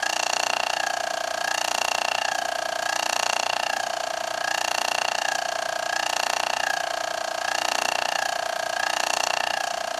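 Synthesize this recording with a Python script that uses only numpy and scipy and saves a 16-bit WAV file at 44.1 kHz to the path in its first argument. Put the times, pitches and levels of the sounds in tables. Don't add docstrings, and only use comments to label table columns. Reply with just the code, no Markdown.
import sys
import numpy as np
from scipy import signal
from scipy.fft import rfft, irfft
from scipy.io import wavfile
from scipy.ndimage import uniform_filter1d

SR = 44100
rng = np.random.default_rng(int(sys.argv[2]) if len(sys.argv) > 2 else 0)


def linear_from_db(decibels):
    return 10 ** (np.asarray(decibels, float) / 20)


def wrap_up_sound(samples):
    columns = np.atleast_2d(samples).T
    tamed = np.clip(columns, -1, 1)
    steps = np.round(tamed * 32767).astype(np.int16)
    wavfile.write(sys.argv[1], SR, steps)


N = 440559

# (starts to tighten [s], half collapsed [s], speed gained [strokes/s])
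SURGES = [(-.147, .807, .4749), (1.405, 2.274, .5012), (2.821, 3.716, .4816), (4.408, 5.272, .421),
          (5.875, 6.653, .4477), (7.414, 8.184, .3976), (8.747, 9.559, .4589)]
# (surge [dB], lull after it [dB])
VIGOUR = [(-.3, -1), (-.1, -0.76), (.1, -1.75), (-.1, -1), (.2, -1.5), (.6, -0.5), (.7, -2.5)]
# (time from half collapsed [s], width [s], level [dB])
JOLTS = [
    (-.16, 0.12, -4.5),
    (0.086, 0.046, 3.5),
]
TIGHTEN_S, COLLAPSE_S, LULL_SLACK_MS = .132, .069, 3.48
LULL_RATE, SPEED_LAG_S, EARLY_DEFICIT, FIRST_STROKE = 29.4265, .1541, .1908, .2664
EARLY_SLACK_MS, EARLY_SLACK_S = 1.16, 0.11
TIGHT_GAP_MS, LOOSEN_MS = 1.09, .026
RELEASE_MS = 13.2
SQUEAL_HZ, SQUEAL_SAG_HZ_PER_MS = 1785.3, 50
WANDER_DB, WANDER_HZ = 1.17, 7
SHEEN_DB = -11
HISS_DB = -41.5
SIDE_DB, SIDE_SHARE = -61, .05
KEPT_HZ, KEPT_SPREAD_HZ = 13800, 650

# (pitch [Hz], width [Hz], level [dB])
TABLETOP = [(100.5, 19, -15), (215.7, 21.4, -7.5), (266.3, 9.5, -0.5), (323.9, 3.4, 10), (417.3, 6.7, -6)]
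BLOCK = [(732.5, 173, 31), (1020, 510, -34)]
GUIDE = [(871.5, 9.8, -5), (934, 36, -1.5), (1072, 125, -5), (1174, 66, -3), (1260.5, 21, -2.5),
         (1273, 59, -10), (1974, 52, -11), (3790, 60, -10)]
KNOCK = [(1000, 435, -1), (2260, 1500, -8), (5130, 4500, -12)]
COLLAR = [(5066, 62, 0.1)]
SLEEVE = [(3040, 70, -1.5), (3180, 80, 0.1), (4570, 70, 0.2)]
SHAFT = [(2700, 110, -5), (2815, 75, 0.1)]
TUBE = [(1570, 59, -1.9), (1651.5, 69, 1.6), (1776, 79, -1.1)]
ROD = [(1303, 230, -4), (1600, 110, -1), (2110, 500, -9), (2520, 300, -7), (3010, 70, -8), (3270, 120, -8),
       (3560, 400, -8), (3900, 200, -9), (4430, 170, -3)]
RATTLE = [(4350, 400, -1.5), (4910, 270, -3), (5710, 330, 1.5), (6470, 270, 4), (7210, 830, -1.5)]
SHEEN = [(9143, 246, -2.5), (10970, 720, -10), (13030, 1500, -14)]

# (tick [dB], hardest blow slips [ms per ms of slack], rise [ms], fall [ms],
# fall growth [per ms of slack], size scatter [dB], scrape [dB], scrape length [ms], return stroke [dB],
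# added rise [ms per ms of slack], tick gain [dB per ms of slack], return-stroke fade [dB per blow])
TABLETOP_FEELS = (-3, .2, 1.5, 1.5, .1, 1, -25, 1, -40, .5, 0, 0)
BLOCK_FEELS = (-48, 0.66, 2.5, 2.1, 0.7, -0.2, -29, 2, -27.5, 0.5, -5, -0.5)
GUIDE_FEELS = (-3, 1, 1.1, 0.84, -0.1, 1.2, -15, 1, -30, 3.5, -1.5, -0.5)
KNOCK_FEELS = (-30, 0.23, 0.62, 0.5, 0.05, 1.2, -25, 1, -27, 0.1, -4, 2)
COLLAR_FEELS = (-8, 0.3, 3, 2, 0, 3, -7, 2, -20, 1, 1, 4)
SLEEVE_FEELS = (-3, 0.6, 2.2, 3, 0.25, 2.5, -8, 2.5, -25, 0.6, 0.1, 4)
SHAFT_FEELS = (-10, 0.3, 0.35, 0.8, 0.3, 1.5, -14, 1.5, -40, 0.05, 4.2, 4)
TUBE_FEELS = (-32, -0.1, 0.9, 1.7, 0.4, 2, -11, 2, -33, 0.5, -3, 3)
ROD_FEELS = (-5, 0.9, 0.9, 1.16, 0.5, 1, -9, 0.5, -45, 2.2, 0.1, 6)
RATTLE_FEELS = (-5.5, 0.17, 2.2, 1.35, 0.45, 3, 0, 2.5, -15, 0.2, -1.5, 4)
SHEEN_FEELS = (-3.5, 0.3, 1, 1.5, 1, 2.5, 1, 1, -13.5, 2, 0.7, 3)

# (tight [dB], slack [dB per ms], speeding up [dB per unit], boost where the chatter
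# suits it [dB], slack that suits it [ms], width of that slack [ms], share of vigour [ratio])
BLOCK_LAW = (-30.5, -0.32, -2.5, 3, -4, -0.5, 0.64)
GUIDE_LAW = (-39.5, -1.04, 4, 2.5, 3, 0, 1.05)
KNOCK_LAW = (-37, -1.5, 0.3, 0.5, 3.5, -1.5, 0.7)
COLLAR_LAW = (-51.5, -0.7, 2, 8, 1.8, 1.4, 0.2)
SLEEVE_LAW = (-47, 1.1, 0.8, 0.5, 2, 1.2, 0.9)
SHAFT_LAW = (-33.5, -4, -1.5, 3, 1.5, 1.3, 0.4)
TUBE_LAW = (-40.5, 0.6, 0.8, 9.5, 2, 1.15, 2)
ROD_LAW = (-36.5, -3, 1.2, 1.5, 2.5, 1.05, 0.3)
RATTLE_LAW = (-35.5, -1.9, 1.8, 1.1, 3, -3, 0.93)

# (multiple of the stroke rate [ratio], level [dB])
PUMP = [(2, -74), (3, -90), (4, -69.5), (6, -77)]
# (pitch [Hz], level [dB per Hz])
HISS = [(20, -12), (60, -11), (200, -1.5), (400, -3), (800, 3), (1600, 1.5), (3000, -6), (6500, -8),
        (9000, -13), (13500, -23.5), (14500, -29), (15600, -42)]


def level(x, db):
    return x * linear_from_db(db) / np.sqrt(np.mean(x ** 2))


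def ring(x, modes, turn):
    out = 0
    for k, (hz, width, db) in enumerate(modes):
        r = np.exp(-np.pi * width / SR)
        w = 2 * np.pi * hz / SR
        tone = signal.lfilter([1, 0, -1], [1, -2 * r * np.cos(w), r * r], x)
        out = out + turn ** k * linear_from_db(db) * (1 - r * r) * tone
    return out


def clicks(seconds, size, count=6):
    place = seconds.ravel() * SR + SR
    index = place.astype(int)[:, None] + np.arange(-count, count + 1)
    offset = index - place[:, None]
    taps = size.ravel()[:, None] * np.sinc(offset) * np.cos(np.pi * offset / (2 * count + 2)) ** 2
    return np.bincount(index.ravel(), taps.ravel(), N + 2 * SR)[SR:SR + N]


def surging():
    t = np.arange(-1000, 1000 * N // SR + 100) / 1000
    start, end, gain = np.transpose(SURGES)[:, :, None]
    fallen = 1 / (1 + np.exp((end - t) / COLLAPSE_S))
    grip = (1 - np.exp(-np.maximum(t - start, 0) / TIGHTEN_S)) * (1 - fallen)
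    grip = uniform_filter1d(grip, size=120)
    tight = grip.sum(axis=0)
    early = EARLY_SLACK_MS * np.exp(-(t / EARLY_SLACK_S) ** 2)
    slack = LULL_SLACK_MS * (1 - tight) + early

    keep = np.exp(-1 / (1000 * SPEED_LAG_S))
    drive = np.sum(gain * grip, axis=0)
    speed = signal.lfilter([1 - keep], [1, -keep], drive)
    speed = speed - EARLY_DEFICIT * np.exp(-np.maximum(t, 0) / SPEED_LAG_S)
    speeding = (drive - speed) / gain.mean()
    number = np.cumsum(LULL_RATE + speed) / 1000
    number = number - np.interp(0, t, number) + FIRST_STROKE

    surge_db, lull_db = np.transpose(VIGOUR)
    last = np.maximum(np.searchsorted((start + end)[:, 0] / 2, t) - 1, 0)
    vigour = surge_db @ grip + (1 - tight) * lull_db[last]
    return t, slack, speeding, vigour, number


def bounces(controls, free_ms=1.57, catch_ms=.16, tight_ms=1.16, sag=.004, count=13):
    t, slack_ms, _, _, number = controls
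    stroke = np.arange(0, np.interp(N / SR, t, number))
    tick = np.interp(stroke, number, t)[:, None]
    slack = np.interp(tick, t, slack_ms)
    chance = rng.standard_normal((len(stroke), count + 1))
    k = np.arange(count)
    gap = (TIGHT_GAP_MS + LOOSEN_MS * slack ** 2) * (1 + sag * (k - 5) ** 2 * (k > 5))
    early_gap = np.where(k < 4, free_ms * (k > 0), gap)
    gap = np.where(k == 4, tight_ms + catch_ms * slack, early_gap)
    ms = np.cumsum(gap + 0.017 * chance[:, :-1], axis=1)
    return tick + (ms + .04 * chance[:, -1:]) / 1000, ms, slack


def squeal(timing, count=24):
    seconds, _, slack = timing
    chance = rng.standard_normal((len(slack), count))
    slip_ms = 1000 / (SQUEAL_HZ - SQUEAL_SAG_HZ_PER_MS * slack)
    ms = np.cumsum(slip_ms + .012 * chance, axis=1)
    return seconds[:, :1] + ms / 1000, ms, slack


def blows(timing, feels, hard_ms=4.75, back_ms=16.5, back_gap_ms=1.12, count=1):
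    seconds, ms, slack = timing
    (tick_db, follow, rise_ms, fall_ms, growth, scatter_db, scrape_db, scrape_ms,
     back_db, slowing, tick_gain, back_fade) = feels
    late = ms - hard_ms - follow * slack
    rising = late / (rise_ms + slowing * slack)
    falling = -late / (fall_ms * (1 + growth * slack))
    size = np.exp(np.where(late < 0, rising, falling)) * (ms < RELEASE_MS)
    size[:, :count] += linear_from_db(tick_db + tick_gain * slack)
    train = clicks(seconds, size * linear_from_db(scatter_db * rng.standard_normal(size.shape)))

    back = seconds[:, :1] + (back_ms + back_gap_ms * np.arange(14)) / 1000
    back_level = back_db - back_fade * np.arange(14) + 1.45 * slack
    train = train + clicks(back, linear_from_db(back_level + 2 * rng.standard_normal(back.shape)))

    keep = np.exp(-1000 / (scrape_ms * SR))
    scrape = signal.lfilter([1], [1, -keep], np.abs(train)) * rng.standard_normal(N)
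    return level(train, 0) + level(scrape, scrape_db)


def struck_part(modes, feels, timing, turn=-1, top=1.22, ticks=1):
    sound = ring(blows(timing, feels, count=ticks), modes, turn)
    sound = signal.sosfiltfilt(signal.butter(3, top * modes[-1][0], fs=SR, output="sos"), sound)
    power = uniform_filter1d(uniform_filter1d(sound ** 2, size=4455), size=2970)
    return sound / np.sqrt(power)


def loudness(law, controls):
    _, slack, speeding, vigour, _ = controls
    tight_db, per_ms, per_push, suit_db, suit_ms, width_ms, share = law
    suits = suit_db * np.exp(-((slack - suit_ms) / width_ms) ** 2)
    return tight_db + per_ms * slack + per_push * speeding + suits + share * vigour


def jolts(t):
    since = t - np.array(SURGES)[:, 1:2]
    return sum(db * np.exp(-((since - at) / width) ** 2).sum(axis=0) for at, width, db in JOLTS)


def wander(t):
    levels = rng.standard_normal(200)
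    return WANDER_DB * np.interp((t - t[0]) * WANDER_HZ, np.arange(len(levels)), levels)


def desk(x, t60_s=.11, delay_ms=6):
    t = np.arange(SR // 5) / SR
    tail = rng.standard_normal(len(t)) * 10 ** (-3 * t / t60_s) * (t > delay_ms / 1000)
    return signal.fftconvolve(x, tail / np.sqrt(np.sum(tail ** 2)))[:N]


def engine(controls):
    t = controls[0]
    timing = bounces(controls)
    block_db = loudness(BLOCK_LAW, controls)
    rattle_db = loudness(RATTLE_LAW, controls) + jolts(t)
    tabletop_db = 0.68 * rattle_db + 0.35 * block_db - 17
    tube = struck_part(TUBE, TUBE_FEELS, squeal(timing), turn=1, top=1.07)
    parts = [
        (struck_part(TABLETOP, TABLETOP_FEELS, timing), tabletop_db + wander(t)),
        (struck_part(BLOCK, BLOCK_FEELS, timing), block_db),
        (struck_part(GUIDE, GUIDE_FEELS, timing), loudness(GUIDE_LAW, controls) + wander(t)),
        (struck_part(KNOCK, KNOCK_FEELS, timing), loudness(KNOCK_LAW, controls) + wander(t)),
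        (struck_part(COLLAR, COLLAR_FEELS, timing), loudness(COLLAR_LAW, controls) + wander(t)),
        (struck_part(SLEEVE, SLEEVE_FEELS, timing), loudness(SLEEVE_LAW, controls) + wander(t)),
        (struck_part(SHAFT, SHAFT_FEELS, timing), loudness(SHAFT_LAW, controls) + wander(t)),
        (tube, loudness(TUBE_LAW, controls) + wander(t)),
        (struck_part(ROD, ROD_FEELS, timing), loudness(ROD_LAW, controls) + wander(t)),
        (struck_part(RATTLE, RATTLE_FEELS, timing), rattle_db + wander(t)),
        (struck_part(SHEEN, SHEEN_FEELS, timing, ticks=2), rattle_db + SHEEN_DB + wander(t)),
    ]
    out = 0
    for steady, db in parts:
        out = out + steady * linear_from_db(np.interp(np.arange(N) / SR, t, db))
    to_desk = signal.lfilter([.2], [1, -.8], out) + linear_from_db(-11) * out
    return linear_from_db(1.11) * out + linear_from_db(-12.5) * desk(to_desk)


def pump(controls):
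    turn = 2 * np.pi * np.interp(np.arange(N) / SR, controls[0], controls[-1])
    return sum(linear_from_db(db) * np.sqrt(2) * np.sin(round(k) * turn) for k, db in PUMP)


def room_hiss():
    hz, db = np.transpose(HISS)
    bins = np.arange(1, N // 2 + 2) * SR / N
    colour = linear_from_db(np.interp(np.log(bins), np.log(hz), db))
    return level(irfft(rfft(rng.standard_normal(N)) * colour, N), HISS_DB)


def parting(mid, count=24):
    frames = signal.stft(mid, nperseg=2048)[2]
    on = rng.random((len(frames) // count + 1, frames.shape[1])) < SIDE_SHARE
    tilt = (np.arange(len(frames))[:, None] / 300 + .03) ** 1.1
    on = np.repeat(on, count, axis=0)[:len(frames)] * tilt
    turned = np.exp(2j * np.pi * rng.random(frames.shape))
    return signal.istft(frames * on * turned, nperseg=2048)[1][:N]


def scene():
    controls = surging()
    mid = engine(controls) + pump(controls) + room_hiss()
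    return mid + level(parting(mid), SIDE_DB) * np.array([[1], [-1]])


def ragged_top(x):
    hz, _, frames = signal.stft(x, SR, nperseg=1024)
    count = frames.shape[-1]
    edge = np.repeat(KEPT_HZ + KEPT_SPREAD_HZ * rng.exponential(size=count), 2)[:count]
    return signal.istft(frames * (hz[:, None] < edge), SR, nperseg=1024)[1][:, :N]


def top_cut(x):
    return signal.sosfilt(signal.butter(12, 15700, fs=SR, output="sos"), x)


def record(dry):
    dull = signal.sosfilt(signal.butter(6, 15000, fs=SR, output="sos"), dry)
    return top_cut(ragged_top(dull))


dry = scene()
out = record(dry)
wrap_up_sound(out)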